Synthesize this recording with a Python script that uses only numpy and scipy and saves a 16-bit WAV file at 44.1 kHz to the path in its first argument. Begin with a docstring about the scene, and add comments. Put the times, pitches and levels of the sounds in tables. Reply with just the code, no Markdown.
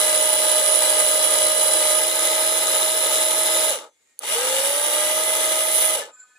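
"""A small brushed gear motor winds a spool on a wooden frame outdoors, coasts to a stop, is switched on
and cut again. Rotor and gear mesh sing as sines; chatter of teeth and brushes rings casing modes; teeth tick.
Two microphones hear it differently: a hand shades the motor at first, then they stand further off,
and late on a lid swings down over the motor. Behind it lie a yard of shaped noise, brief faint tones
in the pause, and a far buzz of sines that sets in near the end and remains when the motor rests."""
import sys
import numpy as np
from scipy import signal
from scipy.fft import rfft, irfft
from scipy.io import wavfile

SR = 44100
rng = np.random.default_rng(int(sys.argv[2]) if len(sys.argv) > 2 else 0)


def unload_wav(signal):
    """Save mono or channel-first audio to the path in sys.argv[1] as 16-bit WAV at rate SR, clipped to [-1, 1]."""
    wavfile.write(
        sys.argv[1],
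        SR,
        np.round(np.clip(np.atleast_2d(signal).T, -1, 1) * 32767).astype(np.int16),
    )


N = 281358
TIME = np.arange(N) / SR
GEAR = 13 / 70  # turns of the ten-tooth gear per rotor turn


def amp(db):
    """Decibels to gain."""
    return 10 ** (np.asarray(db) / 20)


def rms_one(x):
    """Scale so that the mean of the channels has rms 1."""
    return x / np.sqrt(np.mean(np.atleast_2d(x).mean(axis=0) ** 2) + 1e-20)


def in_time(rows, t=TIME):
    """Columns of a curve table, joined by straight lines over its first column."""
    at, *columns = np.transpose(rows)
    return [np.interp(t, at, column) for column in columns]


def drift(rate_hz, step=8):
    """Slow chance of spread 1: noise twice through a one-pole low-pass."""
    r = np.exp(-2 * np.pi * rate_hz * step / SR)
    noise = rng.standard_normal(N // 8 + 3002)
    slow = signal.lfilter([1], [1, -2 * r, r * r], noise)[3000:]  # skip the filter's start
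    return np.interp(np.arange(N) / 8, np.arange(len(slow)), rms_one(slow))


def bump(middle_s, length_s):
    """A soft rise and fall of height 1."""
    return np.exp(-(2 * (TIME - middle_s) / length_s) ** 2)


def resonance(hz, width_hz):
    """One second-order section with gain 1 on top."""
    r = np.exp(-np.pi * width_hz / SR)
    return [(1 - r * r) / 2, 0, (r * r - 1) / 2, 1, -2 * r * np.cos(2 * np.pi * hz / SR), r * r]


def shaped_noise(spectrum, alike):
    """Stereo noise with a given spectrum and left-right likeness; rms 1."""
    hz = np.maximum(np.fft.rfftfreq(N, 1 / SR), 1)
    table_hz, table_db = np.transpose(spectrum)
    gain = amp(np.interp(np.log(hz), np.log(table_hz), table_db))
    mid, side = irfft(rfft(rng.standard_normal((2, N))) * gain, N)
    alike = np.clip(alike, 0, 1)
    return rms_one(np.sqrt(1 + alike) * mid + np.sqrt(1 - alike) * side * np.array([[1], [-1]]))


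def tone(hz, db):
    """A steady sine at rms level db, slightly shifted in phase between the microphones."""
    phase = rng.uniform(0, 2 * np.pi) + rng.normal(0, .6, (2, 1))
    return np.sqrt(2) * amp(db) * np.sin(2 * np.pi * hz * TIME + phase)


# the yard all round the microphones: (time [s], level [dB])
YARD_LEVEL = [(0, -65.5), (3.95, -73), (4.02, -69), (4.09, -65), (4.15, -69), (4.3, -67), (6.38, -68)]
# colour of the yard: (frequency [Hz], relative density [dB per Hz])
YARD_SPECTRUM = [(35, -43.5), (60, -13), (159, -15.5), (270, -7.5), (464, -5), (792, -12), (931, -14),
                 (1670, -9), (2150, -3.5), (2980, -13.5), (3760, -9), (5980, -14.5), (6870, 0.5),
                 (12600, -27), (13800, -14.5), (15500, -37.5)]


def yard():
    """Open-air noise from many directions, so the two microphones share little of it."""
    return amp(in_time(YARD_LEVEL)[0] + 1.5 * drift(12)) * shaped_noise(YARD_SPECTRUM, 0.25)


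BUZZ_START_S, BUZZ_RISE_S = 6.0, 0.024
# far buzz, partials about 250 Hz apart: (frequency [Hz], level before swells and waver [dB])
BUZZ_PARTIALS = [(748, -86), (995, -78), (1248, -73), (1506, -66.5), (1738, -71.5), (2288, -87),
                 (2495, -73), (3300, -82), (3833, -88), (4081, -81), (4310, -81), (4565, -89), (4791, -89),
                 (5060, -89), (5297, -90), (6304, -86), (6551, -83), (7058, -82), (7300, -69), (7569, -80),
                 (8306, -77), (10094, -78.5)]
# single partials swell: (middle [s], length [s], partial [Hz], gain [dB])
BUZZ_SWELLS = [(6.135, 0.064, 1248, 14), (6.235, .06, 1248, 7), (6.215, 0.08, 1506, 17.5),
               (6.375, 0.063, 1738, 9), (6.035, 0.078, 1738, 32), (6.335, 0.047, 2495, 0),
               (6.205, 0.13, 7300, 20)]


def far_buzz(waver_db=4.5):
    """A buzz from far off: a row of sines that waver and swell one by one."""
    partials = 0
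    for hz, db in BUZZ_PARTIALS:
        swell_db = sum(gain_db * bump(middle_s, length_s)
                       for middle_s, length_s, partial_hz, gain_db in BUZZ_SWELLS
                       if abs(partial_hz - hz) < 120)
        partials = partials + tone(hz, db + swell_db + waver_db * drift(26))
    return partials * np.clip((TIME - BUZZ_START_S) / BUZZ_RISE_S, 0, 1)


# faint brief tones in the pause: (middle [s], length [s], frequency [Hz], level at the middle [dB])
BRIEF_TONES = [(3.92, .08, 6200, -72.5), (3.94, .07, 3415, -76.5), (3.94, .08, 8192, -78.5),
               (4.0, .11, 2168, -76), (4.107, .06, 2410, -74), (4.12, 0.09, 1860, -73),
               (4.12, .08, 2164, -76), (4.13, .06, 7665, -75)]


def pause_tones():
    """Faint sines that rise and fall softly while the motor rests or nearly so."""
    return sum(tone(hz, db) * bump(middle_s, length_s) for middle_s, length_s, hz, db in BRIEF_TONES)


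# contact snaps shut and bounces: (time [s], relative strength [dB])
CONTACTS = [(4.1911, -10.5), (4.1947, -26), (4.2032, -38)]
# ringing of the switch: (frequency [Hz], relative level [dB], time to fall by 60 dB [s])
CONTACT_MODES = [(4470, -24.5, 0.012), (6500, -20, 0.012), (9900, -8, 0.011), (10440, -11, .01),
                 (14700, -16, .008)]


def switch():
    """The contact snaps shut and bounces; so small a part sends out no bass."""
    clicks, out = np.full(N, 1e-18), 0
    for s, db in CONTACTS:
        clicks[round(s * SR)] = amp(db)
    for hz, db, t60_s in CONTACT_MODES:
        r, w = amp(-60 / (t60_s * SR)), 2 * np.pi * hz / SR
        # a wide resonance softens the onset, then the mode rings
        rising = signal.sosfilt([resonance(hz, 1500)], clicks) * SR / (np.pi * 1500)
        ringing = signal.lfilter([0, np.sin(w)], [1, -2 * r * np.cos(w), r * r], rising)
        out = out + amp(db) * ringing / 8
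    return out * amp([[-2.5], [2.5]])  # stronger at the right microphone


# low rumble: (frequency [Hz], relative density [dB per Hz])
RUMBLE_SPECTRUM = [(12, -50), (20, -23), (49, -34.5), (108, -12.5), (150, -20), (260, 2.5), (340, -31.5),
                   (570, -120)]
RUMBLE_DB = -64  # at top speed


def rumble(speed):
    """Low noise, nearly alike at both microphones, in proportion to rotor speed."""
    level = amp(RUMBLE_DB) * speed / max(speed) * amp(3.0 * drift(4))
    return level * shaped_noise(RUMBLE_SPECTRUM, .93)


TICK_SHAFT = .03703  # turns of the next gear per rotor turn
TICK_SCATTER_DB, TICK_FAR_DB = 2.5, -4.5  # chance spread; change with microphones further off
# teeth that tick: (share of the turn [0-1], relative strength [dB])
TICKING_TEETH = [(.17, -13), (.38, -17), (.575, -20), (.775, -20), (.975, -21)]
# ringing of a tick: (frequency [Hz], width of one section [Hz], left level [dB], right level [dB])
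TICK_RINGING = [(3660, 700, -8.5, -12), (6870, 870, -1, -25), (8440, 590, -6, -20), (10400, 1200, -11, -3)]


def ticks(speed, rotor, view):
    """Short uneven ticks, once per tooth and turn, weaker at low speed and further off."""
    clicks = np.full(N, 1e-18)
    for share, db in TICKING_TEETH:
        turns = rotor * TICK_SHAFT / (2 * np.pi) - share
        at = np.flatnonzero(np.diff(np.floor(turns)))
        clicks[at] = amp(db + TICK_SCATTER_DB * rng.standard_normal(100)[:len(at)])
    clicks = clicks * (speed / max(speed)) ** 3.0 * amp(TICK_FAR_DB * np.clip(view - 1, 0, 1))
    out = 0
    for hz, width_hz, left_db, right_db in TICK_RINGING:
        peak_one = np.e * SR / (2 * np.pi * width_hz)  # a unit click rings up to about 1
        ringing = signal.sosfilt([resonance(hz, width_hz)] * 2, clicks) * peak_one
        out = out + amp([[left_db], [right_db]]) * ringing
    return out


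# casing and frame modes: (frequency [Hz], width of one section [Hz], then relative left and right
# level [dB] in each of the three views, left-right likeness [0-1], right lag [ms])
CASING_MODES = [(282, 91, -30, -30, -28.5, -26, -29, -29.5, 0.99, 0.046),
                (344.6, 108, -27, -26, -22, -22.5, -23.5, -26, 1, -0.1),
                (467, 68, -24.5, -27, -13, -15.5, -15, -14.5, 1, 0.03),
                (528.3, 193, -11, -11, -11.5, -10, -11.5, -9, 0.99, -0.051),
                (624, 88, -15, -16, -12.5, -13, -11, -11.5, 1, -0.34),
                (861, 140, -10, -15.5, -8, -13, -8.5, -10.5, 0.9, -0.038),
                (957, 82, -19, -14.5, -23.5, -17.5, -13.5, -20.5, 0.94, 0.028),
                (1087, 150, -23, -28, -22, -30.5, -24.5, -27, 0.9, 0),
                (1242, 177, -12.5, -17.5, -10.5, -14, -9.5, -13.5, 0.73, -0.11),
                (1433, 290, -24.5, -23.5, -23, -22.5, -21.5, -20, 0.4, 0.2),
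                (1614, 310, -18, -18, -16.5, -17.5, -16, -16, 0.38, 0.1),
                (2044, 310, -19.5, -16, -22, -14, -18, -11, 0.31, 0.039),
                (2390, 240, -23, -19.5, -30.5, -17, -20, -15.5, 0.22, 0.00044),
                (2950, 435, -11.5, -13.5, -10.5, -14, -10, -12.5, 0.67, 0.13),
                (3348, 320, -16.5, -22.5, -19.5, -24.5, -12.5, -27.5, 0.32, 0.08),
                (3680, 510, -19.5, -22, -14, -16.5, -16.5, -14, 0.97, 0.0029),
                (3996, 430, -14, -17.5, -15, -16.5, -16.5, -22, 0.23, 0.016),
                (4435, 590, -18.5, -45, -18.5, -45.5, -17, -22, 0.18, 0.045),
                (5090, 560, -19, -36.5, -18.5, -31, -18, -48, 0.21, 0.016),
                (5570, 600, -16, -31.5, -17, -50, -15.5, -36, 0.11, -0.067),
                (6237, 470, -16, -22.5, -14.5, -24, -13, -21, 0.34, -0.067),
                (7020, 830, -14.5, -48.5, -12.5, -50, -14.5, -31, 0.09, -0.013),
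                (7990, 790, -12, -30, -12.5, -30.5, -11, -21.5, 0.22, -0.16),
                (8500, 360, -21, -15, -23, -25, -14.5, -21.5, 0.41, -0.012),
                (9385, 590, -18, -11, -14, -10, -11.5, -6, 0.43, 0.055),
                (9994, 510, -16.5, -4.5, -17.5, -5.5, -12.5, -5.5, 0.21, -0.016),
                (10530, 570, -27, -10, -27.5, -4.5, -25, -6, 0.27, 0.14),
                (10820, 400, -25, -30, -23.5, -30, -18.5, -29, 0.1, 0),
                (11160, 940, -34.5, -23, -42.5, -16, -27, -15, 0.16, 0.077),
                (12300, 840, -23, -22.5, -21.5, -20, -17, -17.5, 0.21, 0.035),
                (13200, 750, -27.5, -37, -21.5, -32, -27, -26, 0.18, -0.035),
                (14060, 500, -28, -55, -23.5, -56.5, -22, -50, 0.02, 0.013),
                (14700, 700, -27.5, -55, -22, -55, -19.5, -39, 0.02, 0.013),
                (15500, 910, -21.5, -48.5, -18.5, -47.5, -19, -28, 0.04, -0.03)]
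# borders between hum, casing and treble: [Hz]
GROUP_BORDERS = [1500, 8800]
WORN = .4  # weight of the chatter that repeats with every turn of the gear
LUMP_HZ = 304  # rate at which the chatter clumps


def view_db(mode, view):
    """Left and right level of a mode as the view changes."""
    return np.array([np.interp(view, [0, 1, 2], mode[2 + side:8:2]) for side in (0, 1)])


def rattle(rotor, view, rotor_db=1.5, lumps_db=2.0, patchy_db=1.0):
    """Brush and tooth chatter, throbbing with rotor and gear, rings every mode; one sum per group."""
    gear = rotor * GEAR
    throb_db = rotor_db * np.cos(rotor) + 0.52 * np.cos(rotor * .036)  # rotor and slow output shaft
    throb_db = throb_db + .4 * np.cos(gear) + .8 * np.cos(2 * gear) + .8 * np.cos(3 * gear)
    spot = (gear / (2 * np.pi) % 1 * 700).astype(int)  # worn spots round the gear knock on every turn
    chatter = []
    for _ in range(4):
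        level = amp(throb_db + lumps_db * drift(LUMP_HZ))
        repeating = rng.standard_normal((2, 700))[:, spot]
        loose = rng.standard_normal((2, N))
        chatter.append(level * (WORN * repeating + np.sqrt(1 - WORN ** 2) * loose))
    patches = [drift(13.0) for _ in range(6)]
    groups = np.zeros((3, 2, N))
    for k, mode in enumerate(CASING_MODES):
        hz, width_hz, alike, lag_ms = mode[0], mode[1], np.clip(mode[8], 0, 1), mode[9]
        source = rms_one(chatter[k % 4]) / np.sqrt(2)
        left, own = signal.sosfilt([resonance(hz, width_hz)] * 2, source)
        late = np.interp(TIME - lag_ms / 1000, TIME, left)
        pair = [left, alike * late + np.sqrt(1 - alike ** 2) * own]
        level = amp(view_db(mode, view) + patchy_db * patches[k % 6])
        groups[np.searchsorted(GROUP_BORDERS, hz)] += level * pair
    return groups


# sung lines: (rotor multiple, gear multiple, relative left and right level before the casing [dB],
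# right lag [rad])
SUNG_ORDERS = [(1, 0, -24, -20, 0.12), (0, 10, -13, -16.5, 0.5), (0, 9, -33, -32, 1),
               (-1, 10, -40, -35, 1.5), (2, 0, -44, -25.5, -0.5), (0, 15, -41.5, -42, 0.5),
               (3, 0, -26.5, -30.5, -0.5), (0, 30, -47, -46, -2.5), (0, 20, -35.5, -22, 4.5),
               (5, 0, -39.5, -26.5, -0.3), (6, 0, -24.5, -20, 1.5), (9, 0, -28, -26, -0.5),
               (10, 0, -19, -24.5, 1.5), (11, 0, -26, -28.5, -2), (10, 10, -27.5, -30, -1),
               (12, 0, -19.5, -20, -1), (11, 10, -33, -41, 3), (15, 0, -16, -15.5, -0.3),
               (16, 0, -33.5, -36.5, 3.5), (18, 0, -27, -33, -5), (19, -1, -26, -33.5, -2),
               (20, 0, -35.5, -33.5, 3.1), (21, 0, -26.5, -39, 6), (24, 0, -35.5, -36, 2.5),
               (30, -1, -36, -27.5, 5.5), (30, 0, -41, -33, -1), (31, 0, -34, -29, -2),
               (31, 1, -36, -31, 0.2), (34, 0, -42, -31, 6.5)]
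# some brush lines change once the microphones are further off: {rotor multiple: change [dB]}
FAR_LINES = {11: -1, 12: -1, 15: -4, 16: 5, 18: 8, 21: 6}
BLUR_DB = 24  # loss of the rotor tone and high brush lines at standstill


def whine(speed, rotor, view, first_db, second_db, mesh_waver_db=.8, brush_waver_db=1.88):
    """Each order is a sine on the exact speed; it swells as it glides through the casing modes."""
    groups, coarse = np.zeros((3, 2, N)), np.arange(0, N, 256)
    powers = [amp(2 * view_db(mode, view[coarse])) for mode in CASING_MODES]
    wavers = [drift(18.4)[coarse] for _ in range(8)]
    for k, (turns, gear_turns, left_db, right_db, lag) in enumerate(SUNG_ORDERS):
        multiple = round(turns) + round(gear_turns) * GEAR
        hz = np.maximum(multiple * speed[coarse], 1)
        power = sum(p / (1 + ((hz - mode[0] ** 2 / hz) / mode[1]) ** 2) ** 2
                    for p, mode in zip(powers, CASING_MODES))
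        waver_db = brush_waver_db if round(turns) else mesh_waver_db
        db = waver_db * wavers[k % 8] + np.array([[left_db], [right_db]])
        if round(gear_turns) in (15, 30):  # second mesh
            db = db + second_db[coarse]
        elif round(turns) == 0:  # first mesh
            db = db + first_db[coarse]
        elif round(turns) >= 9 or multiple == 1:
            # the rotor tone and the high brush lines only stand clear near full speed
            db = db - BLUR_DB * (1 - speed[coarse] / max(speed))
            db = db + FAR_LINES.get(round(turns), 0) * np.clip(view[coarse] - 1, 0, 1)
        gains = np.sqrt(2 * power) * amp(db)
        level = np.array([np.interp(np.arange(N), coarse, gain) for gain in gains])
        line = np.sin(multiple * rotor + rng.uniform(0, 2 * np.pi) - np.array([[0], [lag]]))
        groups[np.searchsorted(GROUP_BORDERS, multiple * max(speed))] += level * line
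    return groups


# speed in each of the three views, before the spool rocks it: [rotor turns per s]
VIEW_SPEEDS = [334, 339.4, 339.6]
# gathering speed: (time after switching on [s], share of full speed [0-1])
RUN_UP = [(0, 0), (.06, .454), (.11, .607), (.17, .725), (.22, .785), (.28, .822), (.41, .857), (.49, .892),
          (.57, .913), (.65, .934), (.81, .966), (.97, .988), (1.05, .995), (1.15, 1)]
# current cut, the switch closes again in between: (time [s], time constant of coasting [s])
CURRENT_CUTS = [(3.702, .125), (5.961, .11)]
# the uneven spool rocks the speed: (depth at full speed [turns per s], lead [rad])
SPOOL_ROCKING = (1.0, 1.7)
SPOOL = 1 / 148.2  # spool turns per rotor turn
FRICTION = 60  # turns per s that dry friction takes on top


def rotor_speed(view):
    """Speed rocked by the spool, a spin-up after the switch, a coast to rest after each cut.
    Also returns the spool angle and whether current flows."""
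    on_s = CONTACTS[0][0]
    cut_s, coast_s = [np.where(TIME < on_s, *column) for column in np.transpose(CURRENT_CUTS)]
    driven = TIME < cut_s
    gathered = np.where(TIME < on_s, 1, in_time(RUN_UP, TIME - on_s)[0])
    full = np.interp(view, range(3), VIEW_SPEEDS) * gathered
    coast = (full + FRICTION) * np.exp(-np.maximum(TIME - cut_s, 0) / coast_s) - FRICTION
    speed = np.maximum(coast, 0)
    spool = 2 * np.pi * SPOOL * np.cumsum(speed) / SR
    depth, lead = SPOOL_ROCKING
    return speed * (1 + depth / max(VIEW_SPEEDS) * np.cos(spool + lead)), spool, driven


# place of the microphones: (time [s], view: 0 hand over the motor, 1 hand away, 2 further off)
MICROPHONE_VIEW = [(0, 0), (1.9, 0), (2.1, 1), (3.9, 1), (4.2, 2), (6.38, 2)]
# base level in each of the three views: (hum [dB], casing [dB], treble [dB], first mesh over its order [dB])
VIEW_LEVELS = [(-25, -24.5, -19.5, 1.5), (-27, -26, -23.5, 0), (-28, -27.5, -25.5, 0)]
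# change of level with speed under current:
# (speed [turns per s], hum [dB], casing [dB], treble [dB], first mesh [dB], second mesh [dB])
DRIVEN_LEVELS = [(0, -41, -45, -53, -14, 0), (40, -20, -25, -29, -14, 0), (77, -11.5, -14.5, -20, -13, 0),
                 (128, -8, -8, -14, -16.5, 18), (170, -10.5, -5, -8, -13, 25.5),
                 (206, -2.5, 0.5, -2, -5.5, 24), (235, 1, 3, 1.5, -10.5, 26),
                 (244, -0.5, 1.5, -1, 6.5, -0.5), (262, 1, 1.5, -2.5, -1, 0.5), (298, 0.5, 0, 0.5, 0, 3)]
# the same with the current cut:
# (speed [turns per s], hum [dB], casing [dB], treble [dB], first mesh [dB], second mesh [dB])
COASTING_LEVELS = [(0, -47, -47, -55, -12, 0), (20, -34, -43, -53, -12, 0), (45.2, -15, -25.5, -43, -14, 0),
                   (65, -12, -23.5, -34, -14, 0.5), (95, -9.5, -17, -27, -14, 3),
                   (140, -8.5, -10, -19, -11, 24), (195, -3.5, -5.5, -9, -11.5, 29),
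                   (238, -4, -2, -7, -4, 31.5), (280, -3, -1.5, -2, 0.5, 25.5), (325, 2, -3.5, -5, -1, 8)]
# the spool rocks hum, casing, treble and first mesh, one row each: (depth [dB], lead [rad])
SPOOL_LEVELS = [(0.77, -0.4), (0.74, -1), (0.2, -1), (1.4, -2.5)]
# a lid swings down over the motor: (time [s], hum [dB], casing [dB], treble [dB])
LID_LEVELS = [(5.5, -1.5, -1.5, -1.5), (5.7, -2.5, -2.5, -1), (5.74, -3.5, -0.5, 3.5),
              (5.82, -3.5, -0.5, 4), (5.92, -4, -3.5, -1.5), (6.02, -2, -3, -4), (6.06, -4, -4, -5)]


def motor():
    """Rattle and whine follow view, speed, spool and lid in level; rumble and ticks join them."""
    view, = in_time(MICROPHONE_VIEW)
    speed, spool, driven = rotor_speed(view)
    by_speed = np.where(driven, in_time(DRIVEN_LEVELS, speed), in_time(COASTING_LEVELS, speed))
    *by_speed, second_db = by_speed
    *levels, first_db = [
        np.interp(view, range(3), steady_db) + change_db + depth_db * np.cos(spool + lead)
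        for steady_db, change_db, (depth_db, lead)
        in zip(np.transpose(VIEW_LEVELS), by_speed, SPOOL_LEVELS)]
    rotor = 2 * np.pi * np.cumsum(speed) / SR
    groups = rattle(rotor, view) + whine(speed, rotor, view, first_db, second_db)
    body = sum(amp(db + lid_db) * rms_one(group)
               for db, lid_db, group in zip(levels, in_time(LID_LEVELS), groups))
    return body + rumble(speed) + ticks(speed, rotor, view)


def scene():
    """Yard, far buzz, brief tones, switch and motor."""
    return yard() + far_buzz() + pause_tones() + switch() + motor()


CUTOFF_HZ = 15480


def record(dry):
    """The top is cut steeply at both microphones."""
    low_pass = signal.ellip(12, .3, 70, CUTOFF_HZ, fs=SR, output="sos")
    return signal.sosfilt(low_pass, dry)


dry = scene()
out = record(dry)
unload_wav(out)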